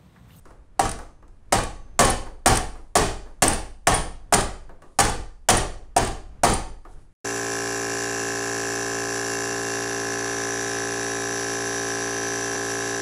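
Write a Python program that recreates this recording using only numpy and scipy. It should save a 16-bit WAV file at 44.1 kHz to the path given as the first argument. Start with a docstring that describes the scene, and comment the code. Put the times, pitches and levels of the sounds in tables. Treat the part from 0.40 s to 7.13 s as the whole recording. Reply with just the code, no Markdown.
"""A small workshop rumbles faintly; a sleeve brushes and a brass horn shifts on its padded stand.
Then a mallet beats the horn's flare (its wide end) twelve times while a hand holds it down.
Each blow knocks the damped flare, cracks brightly, shakes stand and floor, and buzzes the rim.
A moment later the rim lands again, loose brass parts chatter and the room's echo dies away.
The horn shifts between blows and after the last one; a limiter flattens the loudest peaks."""
import sys
import numpy as np
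from scipy import signal
from scipy.fft import rfft, irfft, next_fast_len
from scipy.io import wavfile
from scipy.ndimage import uniform_filter1d, map_coordinates

SR = 44100
rng = np.random.default_rng(int(sys.argv[2]) if len(sys.argv) > 2 else 0)


def to_wav(sig):
    """Store sig (one row per channel, or 1-D mono) as 16-bit WAV at the path in sys.argv[1].

    Samples outside -1..1 are clipped; the rate is SR.
    """
    pcm = np.clip(np.atleast_2d(sig), -1, 1) * 32767
    pcm = np.round(pcm).astype(np.int16)
    wavfile.write(sys.argv[1], SR, pcm.T)  # frames by channels


N = 296793

# mallet blows: (time [s], force [dB], hardness of contact [dB], clank [dB], favoured pitch [Hz],
# recoil buzz [dB], thud [dB])
BLOWS = [(0.3933, -11, -3, 4.5, 796, -16.5, -2), (1.1232, -8.5, -0.5, -3.5, 620, -15, -7),
         (1.5911, 0, -2.5, 6, 712, -5, 2), (2.0592, -2, -4.5, 3.5, 684, 2.5, 6),
         (2.554, -3.5, -1, 4, 656, 2.5, 4.5), (3.0214, -4, 1.5, 3.5, 640, 2, 10.5),
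         (3.4707, -3.5, -2.5, 6.5, 706, -8, -3.5), (3.9243, -6.5, -4, 8.5, 755, 11, -5),
         (4.5881, -4, 0, 2.5, 822, 7, 2.5), (5.087, -2, -2, -1.5, 746, 7, -5.5),
         (5.564, -5.5, -8, -5, 705, 2, 1), (6.034, -2.5, -6, -0.5, 693, -2.5, 2.5)]
# the flare's tones, damped by hand and pad: (pitch [Hz], level [dB], time to fade by 60 dB [s])
FLARE = [(306, -9.5, 0.079), (418, -14.5, 0.24), (586.7, -4.5, 0.077), (699.6, -1, .09), (788, -2.5, 0.097),
         (800, -3.5, 0.029), (947, -7.5, 0.2)]
# its stiffer tones, which a squarer blow brings out: (pitch [Hz], level [dB], fade time [s])
CLANK = [(990, -1, .05), (1142, -2, 0.15), (1254, -3, 0.068), (1472, -2, 0.045), (1699, -7.5, 0.091),
         (1778, -14.5, 0.022), (1890, -7, .06), (2840, -24.5, 0.16)]
# the bright noise of struck brass: (frequency [Hz], level [dB])
CRACK = [(200, -5.5), (1200, 3.5), (2000, 2.5), (2500, -0.5), (3100, -0.5), (3700, -4), (5500, 2.5),
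         (7300, 2), (8800, 4.5), (9800, 0), (11500, -10), (15500, -20)]
# the bright part of the room's echo: (frequency [Hz], level [dB])
HISS = [(1200, -15), (2100, -1.5), (2500, 2), (3100, 1), (3700, 0.5), (4600, -0.5), (7500, 1.5),
        (9200, -0.5), (10200, -5), (11500, -17), (13000, -19.5), (15500, -21.5)]

REBOUND_S = 0.061  # the horn hops on its pad and lands about this long after a blow


def amp(db):
    """Turn decibels into a factor to multiply by."""
    return 10 ** (np.asarray(db) / 20)


def unit(x):
    """Scale a sound to an average (rms) level of 1."""
    return x / np.sqrt(np.mean(x ** 2) + 1e-20)


def along(points, hz):
    """Read between (frequency [Hz], value) points, giving each octave equal space."""
    frequencies, values = np.transpose(points)
    return np.interp(np.log(hz + 1), np.log(frequencies + 1), values)


def noise(spectrum, ripple_db=0, size=SR):
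    """Shaped noise; the ripple stands for the many small tones that each blow rings differently."""
    hz = np.fft.rfftfreq(size, 1 / SR)
    ripple = ripple_db * map_coordinates(rng.standard_normal(400), [hz / 75])
    white = rfft(rng.standard_normal(size))
    return unit(irfft(white * amp(along(spectrum, hz) + ripple), size))


def wobble(rate, size=SR):
    """A smooth curve through `rate` random points a second."""
    points = rng.standard_normal(int(size * rate / SR) + 4)
    return map_coordinates(points, [np.arange(size) * rate / SR])


def second():
    """The sample times of one second, the length of one event."""
    return np.arange(SR) / SR


def fade(t60, attack):
    """Rise in about `attack` seconds and fall by 60 dB every `t60` seconds."""
    t = second()
    return amp(-60 * t / t60) * (1 - np.exp(-t / attack))


def ring(tones, scatter_db, attack, blur_hz=0):
    """Struck metal's fading tones, a little different each time; rattling contact blurs their pitch."""
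    out = np.zeros(SR)
    for hz, db, t60 in tones:
        drift = np.cumsum(rng.standard_normal(SR)) * np.sqrt(2 * np.pi * blur_hz / SR)
        phase = 2 * np.pi * (hz * second() + rng.random()) + drift
        out += amp(db + scatter_db * rng.standard_normal()) * fade(t60, attack) * np.sin(phase)
    return out


def add(track, s, sound):
    """Mix a sound into the track, starting at `s` seconds."""
    start = round(s * SR)
    track[start:start + len(sound)] += sound[:N - start]


def air():
    """The workshop's low rumble and faint hiss, slowly wavering."""
    # the background noise: (frequency [Hz], level [dB])
    rumble = [(20, 8), (45, 4), (88, -4.5), (255, -17), (780, -28), (1250, -30), (1600, -33), (3700, -44.5),
              (9500, -53), (11500, -59.5), (15500, -77.5)]
    return amp(-48.5 + 3.3 * wobble(rate=9.3, size=N)) * noise(rumble, size=N)


def rustle():
    """A sleeve brushes faintly and unevenly, swelling whenever the hand slides along the brass."""
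    # the hand slides to a new grip: (time [s], level [dB])
    regrips = [(.07, -73), (2.4, -75), (2.9, -77), (4.52, -75), (6.55, -69)]
    # brushing cloth: (frequency [Hz], level [dB])
    cloth = [(1500, -11), (3500, -5), (6200, -4), (8500, -1.5), (10200, -0.5), (11500, -18.5), (15000, -25)]
    sleeve_db, half_slide_s = -82, 0.093
    t = np.arange(N) / SR
    slides = sum(amp(db) * np.exp(-((t - s) / half_slide_s) ** 2) for s, db in regrips)
    return (amp(sleeve_db) + slides) * amp(1.5 * wobble(rate=23, size=N)) * noise(cloth, size=N)


def shifts():
    """The horn is turned on its pad: it scuffs, ticks and lightly stirs the flare's stiffer tones."""
    # small moves of the horn: (time [s], relative scuff level [dB], relative tick level [dB])
    moves = [(0.054, -40.5, -54), (0.105, -42.5, -60.5), (0.588, -32.5, -42.5), (0.825, -46.5, -68),
             (0.879, -58.5, -60.5), (1.865, -34.5, -62), (2.354, -38.5, -57), (2.86, -40.5, -67),
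             (4.292, -38.5, -64), (4.42, -39.5, -52), (6.449, -37.5, -62)]
    # brass rubbing on the pad: (frequency [Hz], level [dB])
    rubbing = [(100, -19.5), (300, 6.5), (800, -0.5), (1250, -3), (2000, -15), (3000, -26.5), (9000, -38)]
    out = np.zeros(N)
    for s, scuff_db, tick_db in moves:
        tap = amp(-7) * ring(CLANK, scatter_db=2.5, attack=0.003, blur_hz=29.8)
        scuff = noise(rubbing) * fade(t60=0.031, attack=0.003)
        scuff += amp(-8) * room_tail(rubbing, build=0.0018)
        tick = noise(CRACK) * fade(t60=0.03, attack=0.0005)
        tick += amp(-13.5) * room_tail(HISS, build=0.011)
        add(out, s, amp(scuff_db) * (tap + scuff) + amp(tick_db + 2.5) * tick)
    return out


def room_tail(spectrum, build):
    """The room's echo of a short sound: it swells in about `build` seconds; high notes die first."""
    # how long the workshop echoes: (frequency [Hz], fade time [s])
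    fade_times = [(100, .45), (400, .47), (1000, .43), (2500, .41), (6000, .39), (9000, .37), (12000, .315),
                  (16000, .27)]
    hz, t, bands = signal.stft(noise(spectrum, ripple_db=2.5), SR, nperseg=256)
    decay = amp(-60 * t / along(fade_times, hz)[:, None])
    tail = signal.istft(bands * decay, SR, nperseg=256)[1][:SR]
    return tail * (1 - np.exp(-second() / build))


def mallet():
    """Each blow knocks the flare and cracks brightly; the room answers and the metal rings on."""
    # the deep part of the room's echo: (frequency [Hz], level [dB])
    low_echo = [(60, -22.5), (150, -0.5), (300, 2), (450, 2.5), (560, 0), (690, 1), (790, 6), (960, -5.5),
                (1130, 0), (1300, -7), (1850, -5.5), (2600, -19), (5000, -46)]
    # thin brass sings on briefly: (pitch [Hz], level [dB], fade time [s])
    thin_brass = [(1800, 0, .4), (3080, -2, .42), (4511, -4, .46), (4600, -8, .44), (4807, -7, .48),
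                  (6379, -2, .28), (8560, -3, .25), (9286, 2.5, .37), (10030, -8, .25)]
    # the free tubing rings longest: (pitch [Hz], level [dB], fade time [s])
    tube_tones = [(1136, 7, .8), (1663, 4, .8), (2783, -2, .7), (3537, -4, .7), (4807, -5, .75),
                  (6261, 3.5, 1.0)]
    # how freely the holding hand lets the tubing ring: (time [s], level [dB])
    tube_freedom = [(.4, -67), (1.12, -57.5), (1.6, -65.5)]
    out = np.zeros(N)
    for s, force_db, hard_db, clank_db, pitch_hz, *_ in BLOWS:
        # the spot that is struck favours the flare's tones near one pitch
        tones = [(hz, db + 6 * np.exp(-((hz - pitch_hz) / 70) ** 2), t60) for hz, db, t60 in FLARE]
        # a harder contact gives less knock and more treble
        knock_db = -9 + 0.24 * force_db - 0.4 * hard_db
        treble_db = force_db + 0.3 * hard_db
        knock = amp(knock_db) * ring(tones, scatter_db=0.5, attack=0.002)
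        clank = ring(CLANK, scatter_db=2, attack=0.0017, blur_hz=8.3)
        clank *= amp(-13.5 + force_db + clank_db)
        # the rim buzzes against the pad, so the crack is a ragged run of contacts
        contacts = unit(amp(2.8 * wobble(rate=900))) * noise(CRACK, ripple_db=2.5)
        crack = amp(-3.5 + force_db + hard_db) * contacts * fade(t60=0.1, attack=0.00071)
        boom = amp(-9 + force_db) * room_tail(low_echo, build=0.0098)
        hiss = amp(-12 + treble_db) * room_tail(HISS, build=0.035)
        shimmer = amp(-26 + treble_db) * ring(thin_brass, scatter_db=2.5, attack=0.012, blur_hz=22)
        tubing_db = np.interp(s, *np.transpose(tube_freedom))
        tubing = amp(tubing_db) * ring(tube_tones, scatter_db=3.5, attack=0.0037)
        add(out, s, knock + clank + crack + boom + hiss + shimmer + tubing)
    return out


def stand():
    """A blow thuds into the pad and goes down the stand to the floor, which shudders alike each time."""
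    # tones of the stand and wooden floor: (pitch [Hz], level [dB], fade time [s])
    floor_tones = [(17.47, -23, 1.2), (31.32, -23, 0.98), (46.9, -27.5, 0.95), (64.14, -22, 0.69),
                   (78.4, -30.5, 0.65), (106.2, -17, 0.42), (124.6, -25, 0.33), (158.7, -24, .4),
                   (189, -25.5, 0.43), (218.7, -27.5, .35), (243.5, -24, .35), (317, -26.5, 0.5),
                   (382, -29.5, 0.13)]
    # the dull push into the pad: (frequency [Hz], level [dB])
    pad_push = [(30, -5.5), (60, 2.5), (110, -0.5), (170, -2), (320, -0.5), (450, -11), (800, -31.5)]
    out = np.zeros(N)
    shudder = sum(amp(db) * fade(t60, attack=0.026) * np.sin(2 * np.pi * hz * second())
                  for hz, db, t60 in floor_tones)
    for s, force_db, *_, thud_db in BLOWS:
        thud = amp(-21 + force_db + thud_db) * noise(pad_push) * fade(t60=0.32, attack=0.0047)
        add(out, s, thud + amp(2.5 + 0.65 * force_db) * shudder)
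    return out


def buzz(length_s, hz, tick_db):
    """A burst of tiny contacts rings one high tone of loose brass and adds a bright tick."""
    t = second()
    burst = np.exp(-(t / length_s) ** 4) * (1 - np.exp(-t / 0.0004))
    contacts = (rng.random(SR) < 2500 / SR) * rng.standard_normal(SR)  # about 2500 a second
    # a longer buzz settles into a purer tone
    ping = fade(t60=length_s, attack=0.0001) * np.sin(2 * np.pi * hz * t)
    tone = burst * signal.fftconvolve(contacts, ping)[SR // 2:][:SR]
    tone *= np.linalg.norm(burst) / np.linalg.norm(tone)
    tick = amp(tick_db) * burst * noise(CRACK)
    return in_room(amp(-4) * (tone + tick), echo_db=-7)


def in_room(x, echo_db):
    """A sound followed by its echo in the workshop."""
    tail = room_tail([(100, 8), (9500, -11), (15000, -12.5)], build=0.002)
    return x + amp(echo_db) * signal.fftconvolve(x, tail / np.linalg.norm(tail))[:SR]


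def chatter(bounces=3):
    """The rim buzzes as the mallet springs back; then loose brass bounces and sometimes zings out."""
    # a loose part catches and zings: (time [s], relative level [dB], length [s], pitch [Hz])
    zings = [(1.7, -17, 0.01, 9400), (2.156, -20, .006, 8700), (3.08, -4.5, 0.0043, 8740),
             (3.134, -23, 0.014, 9400), (3.543, -16.5, .011, 9270), (5.169, -17.5, 0.015, 9290),
             (6.136, -19, 0.0092, 9000)]
    # the thin tone that a zing builds up: (pitch [Hz], level [dB], fade time [s])
    zing_tone = [(9283, -14, .33)]
    buzz_hz, bounce_gap_s, bounce_loss_db = 9040, 0.024, 1
    out = np.zeros(N)
    for s, force_db, *_, recoil_db, _ in BLOWS:
        recoil = buzz(length_s=0.012, hz=buzz_hz, tick_db=5.5)
        add(out, s + 0.0125, amp(-16 + force_db + recoil_db) * recoil)
        # each bounce strays at random in time, level and pitch
        for k, (late, loud, sharp) in enumerate(rng.standard_normal((bounces, 3))):
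            delay = REBOUND_S + k * bounce_gap_s + 0.005 * late
            db = -26 + force_db - k * bounce_loss_db + 9.5 * loud
            bounce = buzz(length_s=0.007, hz=buzz_hz + 192 * sharp, tick_db=-1)
            add(out, s + delay, amp(db) * bounce)
    for s, db, length_s, hz in zings:
        build_up = length_s / 0.02  # a longer zing leaves a louder tone
        tone = build_up * ring(zing_tone, scatter_db=5, attack=0.002, blur_hz=14)
        add(out, s, amp(db) * (buzz(length_s, hz, tick_db=-13.5) + tone))
    return out


def rebounds():
    """After each blow the rim lands again with a tick and a smaller, shorter clank."""
    out = np.zeros(N)
    for s, force_db, *_, thud_db in BLOWS:
        clank = ring(FLARE + CLANK, scatter_db=1.5, attack=0.0006, blur_hz=30)
        clank *= fade(t60=0.11, attack=0.0002)
        delay = REBOUND_S + 0.003 * rng.standard_normal()
        # the more of the blow sinks into the pad, the less the horn hops
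        db = -23 + 0.37 * force_db - 0.6 * thud_db
        tick = amp(-5.5) * noise(CRACK) * fade(t60=0.023, attack=0.0003)
        add(out, s + delay, in_room(amp(db) * (clank + tick), echo_db=-8.5))
    return out


def scene():
    """All the sounds added together in one channel."""
    return (mallet() + rebounds() + stand() + chatter() + shifts() + rustle() + air())[None]


def limiter(x, ceiling_db, release_db_per_s):
    """Turn the volume down when a few milliseconds are louder than the ceiling, then ease it back."""
    power = np.abs(uniform_filter1d(x ** 2, size=180))
    excess_db = np.maximum(0, 10 * np.log10(power + 1e-18) - ceiling_db)
    ramp = release_db_per_s * np.arange(N) / SR
    cut_db = np.maximum.accumulate(excess_db + ramp, axis=-1) - ramp
    return x * amp(-uniform_filter1d(cut_db, size=60))


def record(dry):
    """Hold down the loud moments, round off the peaks and remove the very highest treble."""
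    peak_db, top_hz = -6.5, 16400
    held = limiter(dry, ceiling_db=-10, release_db_per_s=51)
    rounded = held / (1 + np.abs(held / amp(peak_db)) ** 6) ** (1 / 6)
    size = next_fast_len(N + SR)
    treble_cut = np.clip((top_hz - np.fft.rfftfreq(size, 1 / SR)) / 900, 0, 1) ** 2
    return irfft(rfft(rounded, size) * treble_cut, size)[:, :N]


dry = scene()
out = record(dry)
to_wav(out)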